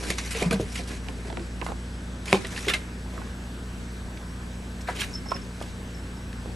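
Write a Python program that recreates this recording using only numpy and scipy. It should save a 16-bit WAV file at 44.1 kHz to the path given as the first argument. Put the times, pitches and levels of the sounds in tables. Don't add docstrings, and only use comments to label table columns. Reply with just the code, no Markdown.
import sys
import numpy as np
from scipy import signal
from scipy.fft import irfft
from scipy.io import wavfile
from scipy.ndimage import uniform_filter1d

SR = 44100
rng = np.random.default_rng(int(sys.argv[2]) if len(sys.argv) > 2 else 0)


def voltage_ratio(decibels):
    exponent = np.asarray(decibels, float) / 20
    return 10 ** exponent


def store_pcm(level_fs):
    pcm = np.round(np.clip(level_fs, -1, 1) * 32767).astype(np.int16)
    wavfile.write(sys.argv[1], SR, np.atleast_2d(pcm).T)


N = 288855
TIME = np.arange(N) / SR
BRIEF = np.arange(8000) / SR


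def evened(x):
    return x / np.sqrt(np.mean(x ** 2) + 1e-20)


def peaked(x):
    return x / (abs(x).max() + 1e-12)


def sine(turns):
    return np.sin(2 * np.pi * turns)


def sides(pan_db):
    return voltage_ratio(np.array([[.5], [-.5]]) * pan_db)


def read(points, hz):
    f, value = np.transpose(points)
    return np.interp(np.log(hz + 1), np.log(f + 1), value)


def band(x, lo_hz, hi_hz, order=2):
    return signal.sosfilt(signal.butter(order, [lo_hz, hi_hz], "band", fs=SR, output="sos"), x)


def add(mix, s, sound, pan_db):
    part = mix[:, round(s * SR):][:, :len(sound)]
    part += sides(pan_db) * sound[:part.shape[1]]


def ring(modes, detune=0., size=8000):
    t = np.arange(size) / SR
    off = 1 + detune * rng.standard_normal(len(modes))
    return sum(voltage_ratio(db - 60 * t / t60) * sine(hz * k * t) for (hz, db, t60), k in zip(modes, off))


def slips(t60, spread_db, size=6000):
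    uneven_db = spread_db * np.minimum(rng.exponential(1, size), 4) - 3.65 * spread_db
    run = rng.standard_normal(size) * voltage_ratio(uneven_db)
    run[0] = -1.57
    return run * voltage_ratio(-60 * np.arange(size) / SR / max(t60, .004))


# pitch_hz, level_db (per Hz)
AIR = [(12, -40), (24, -8.5), (130, -14), (330, -13), (730, -23), (1550, -24), (2900, -29), (12200, -40)]
# pitch_hz, coherence (0 to 1)
SAME = [(60, 0.24), (270, 0.53), (580, 0.85), (1230, 0.36), (2600, 0.0038), (5540, 0.9), (11800, 0.1)]
AIR_DB = -44.5


def air():
    frames, hz = N // 256 + 5, np.fft.rfftfreq(1024, 1 / SR)
    a, b, c, d, patches = rng.standard_normal((frames, 513, 5)).T
    patches = evened(uniform_filter1d(uniform_filter1d(patches, 12, 0), 14, 1))
    same = np.clip(read(SAME, hz), -1, 1)[:, None]
    left = a + 1j * b
    right = same * left + np.sqrt(1 - same ** 2) * (c + 1j * d)
    colour = voltage_ratio(read(AIR, hz)[:, None] + 1.3 * patches)
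    hiss = signal.istft(np.array([left, right]) * colour, nperseg=1024, noverlap=768)[1][:, :N]
    return voltage_ratio(AIR_DB) * hiss / np.std(band(hiss, 265, 11000))


# start_s, level_db
HUM = [(0.0, -35.5), (1.26, -36.5), (2.1, -36.5), (2.44, -41), (2.74, -37.5), (5.07, -38.5), (5.27, -40.5),
       (6.55, -38)]
# multiple, level_db
HUM_ORDERS = [(2, -47.5), (4, -49), (8, -60.5), (15, -71), (22, -68.5), (24, -69), (26, -61.5), (28, -63.5),
              (30, -67.5), (32, -73), (40, -105)]
# pitch_hz, level_db, width_hz
FAN = [(91.5, -48, 0.54), (183.8, -44.5, 3.96), (257.5, -55, 4)]
HUM_HZ, HUM_PAN_DB_PER_ORDER = 58.97, 0.0834
WHINE_HZ, WHINE_DB, FLIPS_PER_S = 7867.1, -61.5, 29.97


def machines():
    turns = HUM_HZ * TIME
    hum = voltage_ratio(np.interp(TIME, *np.transpose(HUM))) * sine(turns)
    for k, db in HUM_ORDERS:
        hum = hum + voltage_ratio(db) * sides(k * HUM_PAN_DB_PER_ORDER) * sine(k * turns + rng.random())
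    flips = np.clip(8 * np.sin(np.pi * (FLIPS_PER_S * TIME + 0.4)), -1, 1)
    whine = voltage_ratio(WHINE_DB) * flips * sine(WHINE_HZ * TIME)
    fan = np.zeros(N)
    for hz, db, width_hz in FAN:
        drift = np.cumsum(rng.standard_normal(N)) / np.sqrt(SR)
        fan += voltage_ratio(db) * np.sin(2 * np.pi * hz * TIME + np.sqrt(2 * np.pi * width_hz) * drift)
    return np.sqrt(2) * (hum + whine + fan)


# pitch_hz, level_db, width_hz
DUCT = [(75.4, -51.5, 29), (167, -55.5, 18), (217.3, -60, 4.1), (272.3, -57.5, 10.5)]


def duct():
    hz = np.fft.rfftfreq(N, 1 / SR)
    a, b = rng.standard_normal((len(hz), 2)).T
    noise = a + 1j * b
    return sum(voltage_ratio(db) * evened(irfft(noise / (1 + ((hz - f) / width) ** 2), N)) for f, db, width in DUCT)


# pitch_hz, level_db (per Hz)
FUR = [(300, -6), (900, -7.5), (1500, -5), (2400, -3), (3300, -12), (4500, -14.5), (7500, -18),
       (12500, -20.5)]
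# pitch_hz, level_db
WALLS = [(325, -1.5), (410, 0.5), (490, -4), (600, -3.5), (700, -6.5), (830, -12), (970, -7), (1130, -18)]


def rubbing():
    clumps = evened(uniform_filter1d(rng.standard_normal(N), 260))
    burst_db = 2.9 * np.minimum(rng.exponential(1, N), 5) + 1.54 * clumps
    crackle = rng.standard_normal((2, N)) * voltage_ratio(burst_db)
    crackle[1] = .68 * crackle[0] + .73 * crackle[1]
    hz, _, z = signal.stft(crackle, SR, nperseg=512)
    patches = uniform_filter1d(rng.standard_normal(z.shape[1:]), size=8, axis=0)
    patches = evened(uniform_filter1d(patches, size=5, axis=1))
    colour = voltage_ratio(read(FUR, hz)[:, None] + 2.4 * patches)
    fur = signal.istft(z * colour, SR, nperseg=512)[1][:, :N]
    panels = ring([(hz, db, .05) for hz, db in WALLS], size=3000)
    body = evened(band(signal.oaconvolve(crackle, panels[None])[:, :N], 275, 1150))
    return evened(band(fur, 1000, 4400)), -evened(band(fur, 4400, 13000)), body


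# start_s, level_db
SHIFTING = [
    [(0.0, -37), (0.338, -42.5), (0.536, -50), (0.762, -36), (1.0, -63)],
    [(1.04, -48.5), (1.57, -52.5), (1.8, -53)],
    [(2.25, -52), (2.486, -44.5), (2.616, -41), (2.768, -41), (2.85, -51)],
    [(4.85, -64), (5.028, -64), (5.186, -49), (5.322, -62), (5.7, -46.5)],
]
# middle_s, level_db, length_s, body_db
SWEEPS = [(0.038, -47.5, 0.13, 6.5), (0.109, -39, 0.024, -24), (0.194, -51, 0.081, -8),
          (0.268, -47.5, 0.044, -22), (0.316, -45, 0.04, -20), (0.386, -40.5, 0.11, 1),
          (0.773, -46.5, 0.063, -22), (0.919, -47.5, 0.084, 3.5), (2.3, -41, 0.084, -0.5),
          (2.346, -42.5, 0.053, 5), (2.524, -48, 0.046, -2), (2.579, -45.5, 0.065, -12),
          (3.16, -57, 0.21, 10), (4.963, -45, 0.039, 1), (5.008, -36.5, 0.051, -4),
          (5.054, -51.5, 0.043, -4), (5.62, -53, 0.02, -15)]
# middle_s, level_db, length_s, body_db
RUBS = [(0.436, -50.5, 0.066, 15), (0.528, -45, 0.058, 11), (1.265, -50.5, 0.042, 6),
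        (2.423, -46.5, 0.099, -24), (2.656, -44, 0.069, -14), (2.695, -29.5, 0.037, -7.5),
        (2.744, -39, 0.03, -1), (4.893, -39.5, 0.057, -6), (5.318, -45.5, 0.024, 8.5),
        (5.356, -50, 0.055, -12)]
# middle_s, level_db, length_s, body_db
WISPS = [(0.605, -55, 0.019, -8), (0.879, -56, 0.019, -7), (1.663, -60, 0.074, 5), (4.813, -58, 0.021, -5),
         (5.103, -65, 0.067, 21)]
SWEEP_TREBLE_DB, RUB_TREBLE_DB, WISP_TREBLE_DB = 1, -8.5, 12


def brushing():
    mid, treble, body = rubbing()
    out = np.zeros((2, N))
    for bout in SHIFTING:
        s, db = np.transpose(bout)
        on = np.interp(TIME, [s[0] - .01, s[0], s[-1], s[-1] + 0.03], [0, 1, 1, 0])
        level = on * voltage_ratio(np.interp(TIME, s, db) - 15.5)
        out += level * (mid + voltage_ratio(9.0) * treble + voltage_ratio(5.0) * body)
    kinds = (SWEEPS, SWEEP_TREBLE_DB), (RUBS, RUB_TREBLE_DB), (WISPS, WISP_TREBLE_DB)
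    for strokes, treble_db in kinds:
        for s, db, length, body_db in strokes:
            a, b = max(round((s - 0.45 * length) * SR), 0), round((s + 0.99 * length) * SR)
            swell = np.sin(np.pi * np.linspace(0, 1, b - a) ** 0.71)
            stroke = mid[:, a:b] + voltage_ratio(treble_db) * treble[:, a:b] + voltage_ratio(body_db) * body[:, a:b]
            out[:, a:b] += swell * voltage_ratio(db) * stroke
    return out


# start_s, peak_db, ring_hz, treble_db, t60_s
CLAWS = [(0.0344, -27.5, 1600, 1.5, 0.24), (0.1018, -15, 2300, 1, 0.021), (0.1824, -18.5, 5980, -5, 0.067),
         (0.307, -29.5, 2540, 5, 0.25), (0.348, -23, 1930, -20, 0.11), (0.424, -18.5, 2220, -1, 0.024),
         (0.508, -17.5, 2300, -2.5, 0.14), (0.527, -24, 1550, 4.5, 0.069), (0.542, -30, 2600, -20, 0.023),
         (0.7543, -27.5, 2090, 0, 0.07), (2.256, -29.5, 1660, 2.5, 0.045), (2.354, -32, 2200, 5, 0.037),
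         (2.447, -22.5, 2010, -28, 0.041), (2.5612, -26, 2560, -17, 0.028), (2.5755, -23, 1940, -20, 0.058),
         (2.682, -17, 2120, -3, 0.042), (2.693, -21, 2830, 2, 0.085), (2.7356, -15.5, 2820, -2.5, 0.065),
         (2.741, -20, 2140, -25, 0.13), (4.8866, -51, 1430, -26, 0.054), (5.007, -25, 3100, 7, 0.048),
         (5.015, -24, 2830, -28, 0.088)]
# start_s, peak_db, ring_hz, treble_db
TICKS = [(0.37, -35, 2570, 11), (1.0846, -24.5, 2600, -42), (1.3, -29, 1930, -25), (1.3258, -33, 1870, -19),
         (1.3704, -33, 2350, -42), (1.394, -32, 1900, -22), (1.614, -32, 1690, -41),
         (1.6643, -27.5, 2020, -20), (1.6847, -48, 1870, -20), (1.7014, -51, 1900, -12),
         (1.719, -42, 2500, -15), (2.469, -30.5, 1930, 5.5), (3.217, -48, 1520, -9),
         (4.1733, -31, 2070, -25), (5.3054, -32, 2840, -2), (5.3168, -27, 1470, -6),
         (5.363, -35.5, 2510, -4), (5.365, -33, 1750, -19), (5.603, -36, 3500, -10), (5.623, -37, 1500, 9),
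         (5.625, -30, 3000, -3), (5.638, -35, 3300, -10), (6.328, -34, 1770, -3)]
CLAW_PAN_DB = -2.5
TICK_T60_S, PAN_PER_TREBLE_DB = .014, 0.2663


def claws():
    out = np.zeros((2, N))
    catches = [(*row, CLAW_PAN_DB) for row in CLAWS]
    ticks = [(*row, TICK_T60_S, CLAW_PAN_DB + PAN_PER_TREBLE_DB * (row[-1] + 10)) for row in TICKS]
    for rows, ringing, width in ((catches, .9, .06), (ticks, 1.3, .1)):
        for s, db, hz, treble_db, t60, pan_db in rows:
            run = slips(t60, spread_db=5.0)
            resonance = peaked(band(run, (1 - width) * hz, (1 + width) * hz, order=1))
            card = peaked(band(run, 850, 5260, order=4)) + ringing * resonance
            scratch = peaked(card) - voltage_ratio(treble_db) * peaked(band(run, 5200, 12900))
            add(out, s + 0.001001, voltage_ratio(db) * scratch, pan_db)
    return out


# start_s, peak_db, pitch_hz, t60_s
BOOMS = [(0.099, -23.5, 182, 0.05), (0.421, -22, 197, 0.1), (0.537, -17.5, 194, 0.18),
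         (0.594, -27, 125.6, 0.15), (2.329, -15, 181, 0.11)]


def booms():
    out = np.zeros((2, N))
    for s, db, hz, t60 in BOOMS:
        boom = np.minimum(BRIEF / 0.0029, 1) * ring([(hz, 0, t60), (0.83 * hz, -8, t60)])
        add(out, s, -voltage_ratio(db) * boom, 0)
    return out


# start_s, peak_db, ring_hz, pan_db
KNOCKS = [(0.104, -30, 440, 0), (0.426, -34, 390, 2), (0.428, -37, 371, -0.5), (0.51, -18.5, 288, -10),
          (0.526, -23.5, 405, -4), (0.601, -24.5, 326, -1), (0.606, -25, 337, -1), (0.793, -31.5, 330, -11),
          (0.906, -26, 292, -8), (1.086, -32, 277, -9), (1.325, -35, 327, -11), (1.372, -30.5, 343, -10),
          (1.4, -30, 330, -7), (1.615, -27, 329, 1), (1.69, -33, 330, -14.5), (2.332, -14, 300, -0.5),
          (2.342, -19, 482, 0), (2.345, -21, 796, 0), (2.362, -31, 403, -4), (2.444, -29, 407, -4),
          (5.348, -31, 416, -4), (6.459, -37, 310, -1)]
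# start_s, peak_db, ring_hz, pan_db
TAPS = [(1.088, -31, 915, 8), (1.301, -31.5, 874, -17), (1.326, -48, 850, -4), (1.372, -27.5, 710, 12),
        (1.618, -30, 976, -19.5), (1.627, -36.5, 810, 13), (1.668, -31, 1030, -9), (1.688, -33, 905, -16),
        (1.701, -32, 816, 16), (1.722, -36.5, 1024, -16), (3.177, -46.5, 2050, -4), (3.216, -36, 1520, -10),
        (4.884, -26, 690, 5), (4.8861, -19, 969, 3), (5.259, -36.5, 1070, -17), (5.320, -33, 1250, -14),
        (5.616, -36, 1160, -10), (6.458, -40, 820, -10)]
# pitch_hz, level_db, t60_s
BOX = [(194, -31.5, 0.029), (463, -32, 0.011), (780, -22, 0.11), (969, 14, 0.031), (2310, -33, 0.22),
       (3000, -40.5, 0.17)]
KNOCK_T60_S, TAP_T60_S, PRESS_PER_DB = 0.066, 0.061, 0.3


def knocks():
    out = np.zeros((2, N))
    blows = [(*row, KNOCK_T60_S * max(0.5 - PRESS_PER_DB * (row[1] + 25), .3)) for row in KNOCKS]
    blows += [(*row, TAP_T60_S) for row in TAPS]
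    for s, db, hz, pan_db, t60 in blows:
        neighbours = [(k * hz, -3, .8 * t60 / k ** .5) for k in (.55, .75, 1.25, 1.55, 1.9)]
        panels = ring([(hz, 0, t60)] + neighbours, .05) + voltage_ratio(-14) * ring(BOX, 0.067)
        blow = signal.oaconvolve(slips(0.22 * t60, spread_db=6.0, size=2000), panels)
        add(out, s + 0.00101, voltage_ratio(db) * peaked(band(blow, 0.5 * hz, 2.0 * hz)), pan_db)
    return out


# start_s, peak_db, pitch_hz, direction (of the push), pan_db
SNAPS = [(0.105, -19, 400, 1, 0), (0.4222, -13, 450, 1, -2), (0.5983, -14, 400, -1, 0),
         (1.0866, -25, 1800, -1, -6), (1.3277, -26, 800, 1, -6), (1.3719, -22, 2200, -1, -8),
         (1.6149, -21, 2400, 1, -10), (1.6285, -26, 900, 1, -8), (1.687, -27, 1300, 1, -10),
         (1.72, -23, 800, 1, -10), (2.6838, -15, 2200, 1, -4), (2.7378, -14, 2400, -1, -4),
         (3.1788, -31, 1500, 1, -5), (4.885, -25, 1500, 1, 0), (5.614, -23, 650, 1, -6),
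         (6.459, -26, 480, -1, -6)]
SNAP_LOSS_DB_PER_TURN = 11


def snaps():
    out, t = np.zeros((2, N)), np.arange(2000) / SR
    for s, db, hz, way, pan_db in SNAPS:
        decay = voltage_ratio(db - SNAP_LOSS_DB_PER_TURN * (t * hz - .25))
        add(out, s, np.sign(way) * decay * sine(hz * t), pan_db)
    return out


# start_s, peak_db, pitch_hz, held_s, pan_db
WOBBLES = [(0.351, -29, 455, 0.03, -4), (0.4584, -16.5, 170.5, 0.027, 3), (2.67, -22.5, 416, 0.0036, 8),
           (2.677, -20, 400, 0.008, 4), (0.601, -26, 335, 0.0065, 0), (1.6647, -17, 880, 0.001, -10),
           (2.336, -11, 315, 0.0021, 0), (5.3172, -20, 1040, 0.0074, -7.5),
           (5.318, -26.5, 1316, 0.0055, -15)]


def wobbles():
    out, t = np.zeros((2, N)), BRIEF
    for s, db, hz, held, pan_db in WOBBLES:
        stopped = voltage_ratio(-5 * t / held - 16 * np.maximum(t - held, 0) * hz / 2)
        add(out, s, -voltage_ratio(db) * np.minimum(t * hz * 2, 1) * stopped * sine(hz * t), pan_db)
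    return out


# start_s, peak_db, pitch_hz, t60_s, pan_db
RINGS = [(0.432, -27, 707, 0.056, -1), (0.442, -33, 1010, 0.082, 0), (0.53, -21, 645, 0.05, -1),
         (0.543, -30, 2430, .012, -3), (0.428, -23, 2400, 0.028, -7), (0.511, -23.5, 1226, 0.042, -2),
         (0.525, -29, 1570, 0.063, 0), (0.519, -20.5, 459, 0.15, 0.5), (0.603, -24, 445, 0.093, 0),
         (0.604, -28, 620, 0.081, 0), (1.6155, -29.5, 2600, 0.021, -12), (4.171, -41, 2220, 0.04, -3),
         (2.3275, -18.5, 2250, 0.026, -15), (2.385, -32, 258, 0.055, 0), (2.342, -25, 410, 0.045, 0),
         (2.351, -21, 530, 0.046, 0), (2.345, -31, 830, 0.05, -2), (2.347, -27, 3060, 0.044, -4),
         (2.358, -23, 817, 0.043, -3), (2.358, -18, 194, 0.11, 3), (2.683, -21, 2130, 0.057, -4),
         (2.683, -24, 3400, .04, -9), (2.696, -27, 2815, 0.1, -14), (2.698, -27, 3560, 0.099, -6),
         (2.697, -38, 2150, .07, -4), (2.705, -29, 1364, 0.11, -2), (2.738, -19.5, 2110, 0.099, -2),
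         (2.739, -22, 2770, 0.037, -7), (2.739, -29, 1660, 0.091, 1), (2.738, -32, 3900, .05, 1),
         (4.889, -37, 2060, 0.033, -9), (4.896, -28, 976, 0.037, -4.5), (5.006, -29, 3220, 0.047, -13),
         (5.015, -30, 2820, 0.08, -9), (5.016, -26, 1660, 0.053, -2), (5.038, -37, 1780, .04, -3),
         (5.3172, -14, 640, 0.016, -8), (5.326, -37, 1020, 0.045, -10), (5.349, -37, 650, 0.035, -1),
         (5.625, -36, 2200, .015, -4)]
# start_s, peak_db, pitch_hz, t60_s, pan_db
MORE_RINGS = [(0.42, -28, 724, 0.12, 0), (0.421, -30, 955, 0.054, 0), (0.518, -24, 660, 0.045, 0),
              (0.599, -22, 101, .12, 0), (0.628, -28, 100, 0.11, 0), (0.622, -28, 412, .12, 0),
              (2.329, -17, 754, .04, -4), (2.331, -9.5, 377, 0.073, 0), (2.343, -27, 1050, .06, -2),
              (2.347, -20, 493, .05, 0), (2.683, -26, 1500, 0.026, 0), (2.7, -31, 1980, .03, -4),
              (2.704, -29, 2760, 0.036, -6), (2.71, -24, 1770, .05, -4), (2.7347, -21, 2620, .02, -4),
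              (2.742, -20, 2680, 0.024, -5), (2.741, -23, 3180, .02, -4), (2.747, -28, 1645, 0.053, 0),
              (3.06, -32, 880, 0.018, -1), (3.136, -33, 1050, .015, -3), (3.178, -29, 1240, 0.017, -11),
              (3.188, -36, 1120, 0.032, -13), (3.2165, -32, 1020, 0.018, -8), (3.217, -39, 2350, .012, -3),
              (3.27, -36, 1100, .02, -2), (3.274, -36, 1700, .015, 0), (3.276, -42, 2400, .012, -2),
              (3.47, -37, 888, .02, 0)]
RING_RISE_TURNS = 1.5


def rings():
    out, t = np.zeros((2, N)), BRIEF
    for s, db, hz, t60, pan_db in RINGS + MORE_RINGS:
        rise = np.minimum(t * hz / RING_RISE_TURNS, 1)
        add(out, s, voltage_ratio(db - 60 * t / t60) * rise * sine(hz * t), pan_db)
    return out


# start_s, peak_db, crack_hz, t60_s
FLAP = [
    (2.3284, 3.5, 2500, .006),
]


def flap():
    out = np.zeros((2, N))
    push_samples = 18
    for s, db, hz, t60 in FLAP:
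        push = np.pad(-np.linspace(0, 1, push_samples) ** 1.6, (0, 8000 - push_samples))
        crack = [(hz, -7.5, t60), (1.5 * hz, -18, t60), (1.95 * hz, -19, t60)]
        crack += [(3 * hz, -13, t60), (4 * hz, -13, t60)]
        thud = [(560, -10.5, .012), (330, -20, .012)]
        rebound = np.roll(ring(crack + thud), push_samples)
        panels = np.roll(peaked(ring(BOX)), 60)
        add(out, s, voltage_ratio(db) * (uniform_filter1d(push + rebound, size=4) + voltage_ratio(-21.0) * panels), 0)
    return out


# start_s, peak_db
BELL_HITS = [(5.129, -42), (5.1382, -32), (5.1479, -28), (5.257, -46), (5.2694, -44), (5.2862, -34.5),
             (5.3083, -36), (5.342, -33.5), (5.359, -40), (5.3852, -51), (5.416, -46), (5.9427, -45.5),
             (5.964, -53), (5.9874, -52), (6.0307, -57), (6.1644, -53), (6.1689, -53)]
# pitch_hz, level_db, t60_s
BELL = [(5287, -1, .15), (5329, 0, .16), (5395, -4, .09)]


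def bell():
    out, t = np.zeros((2, N)), BRIEF
    gaps = np.diff([s for s, _ in BELL_HITS] + [N / SR])
    for (s, db), gap in zip(BELL_HITS, gaps):
        lags = (rng.uniform(2.3, 2.9), 0, rng.uniform(0, 6))
        shell = np.zeros(len(t))
        for (hz, mode_db, t60), lag in zip(BELL, lags):
            shell += voltage_ratio(mode_db - 60 * t / t60) * np.sin(2 * np.pi * hz * t + lag)
        stilled = voltage_ratio(-1500 * np.maximum(t - min(gap - .005, .045), 0))
        clink = peaked(band(slips(.022, spread_db=5, size=8000), 5050, 6200))
        add(out, s, voltage_ratio(db) * (peaked(shell) * stilled + voltage_ratio(-5.5) * clink), -7)
    return out


def room(x, t60=0.26):
    taps = np.zeros((2, 16000))
    at = np.arange(120, 15980, 20) + rng.integers(0, 20, (2, 793))
    np.put_along_axis(taps, at, rng.choice([-1., 1.], at.shape), 1)
    hz, t, z = signal.stft(taps, SR, nperseg=256)
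    decay = voltage_ratio(-60 * t / (t60 * (1 + hz[:, None] / 3000) ** -.3))
    tail = signal.istft(z * decay, SR, nperseg=256)[1]
    return signal.fftconvolve(x.mean(0)[None], tail / np.linalg.norm(tail[0]), axes=1)[:, :N]


def scene():
    near = brushing() + claws() + booms() + knocks() + snaps() + wobbles() + rings() + flap() + bell()
    near = np.array([near[0], np.roll(near[1], shift=1)])
    return near + voltage_ratio(-13.0) * room(near) + sides(0.8) * machines() + air() + duct()


def within(spans):
    return uniform_filter1d(sum((TIME > a) * (TIME < b) * 1. for a, b in spans), 500)


def roll_off(x):
    return signal.sosfilt(signal.butter(12, 12370, fs=SR, output="sos"), x)


# start_s, end_s
WIDE = [(1.07, 1.1), (2.38, 2.46), (3.77, 3.85), (5.35, 5.38), (6.51, 6.55)]
# pitch_hz, level_db
KEPT = [(130, -8), (350, -5), (1300, -14), (4050, -30), (4150, 0), (5200, 0), (5330, -5), (5500, 5)]
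# start_s, end_s
BASS_WIDE = [(.06, .13), (.26, .38), (.47, .53), (.95, 1.48), (1.55, 1.78), (3.18, 3.26), (5.05, 5.5),
             (5.57, 5.75), (6.38, 6.55)]
EARLY_EDGE_HZ, LATE_EDGE_HZ = 11750, 12200


def record(dry):
    total, difference = dry[0] + dry[1], dry[0] - dry[1]
    hz, t, (m, s) = signal.stft([total, difference], SR, nperseg=2048)
    edges = np.r_[0:40:4, 40:1024:8]
    m_power, s_power = [
        np.add.reduceat(uniform_filter1d(abs(z[:-1]) ** 2, size=2, axis=1), edges) for z in (m, s)]
    strong = s_power > m_power * voltage_ratio(2 * read(KEPT, hz[edges + 2]))[:, None]
    strong = np.repeat(strong, np.diff(np.r_[edges, 1024]), axis=0)
    kept = np.pad(strong, ((0, 1), (0, 0))) | (np.interp(t, TIME, within(WIDE)) > .9)
    kept = kept | (hz[:, None] < 170) & (np.interp(t, TIME, within(BASS_WIDE)) > .9)
    mid, side = total / 2, signal.istft(s * kept, SR, nperseg=2048)[1][:N] / 2
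    pair = np.array([mid + side, mid - side])
    early, late = [
        signal.oaconvolve(pair, signal.firwin(511, f, window=("kaiser", 9), fs=SR)[None], "same")
        for f in (EARLY_EDGE_HZ, LATE_EDGE_HZ)]
    pair = early + (late - early) * np.clip((TIME - 1.2) / 2.0, 0, 1) ** 2
    return roll_off(np.clip(pair, -1, 1))


dry = scene()
out = record(dry)
store_pcm(out)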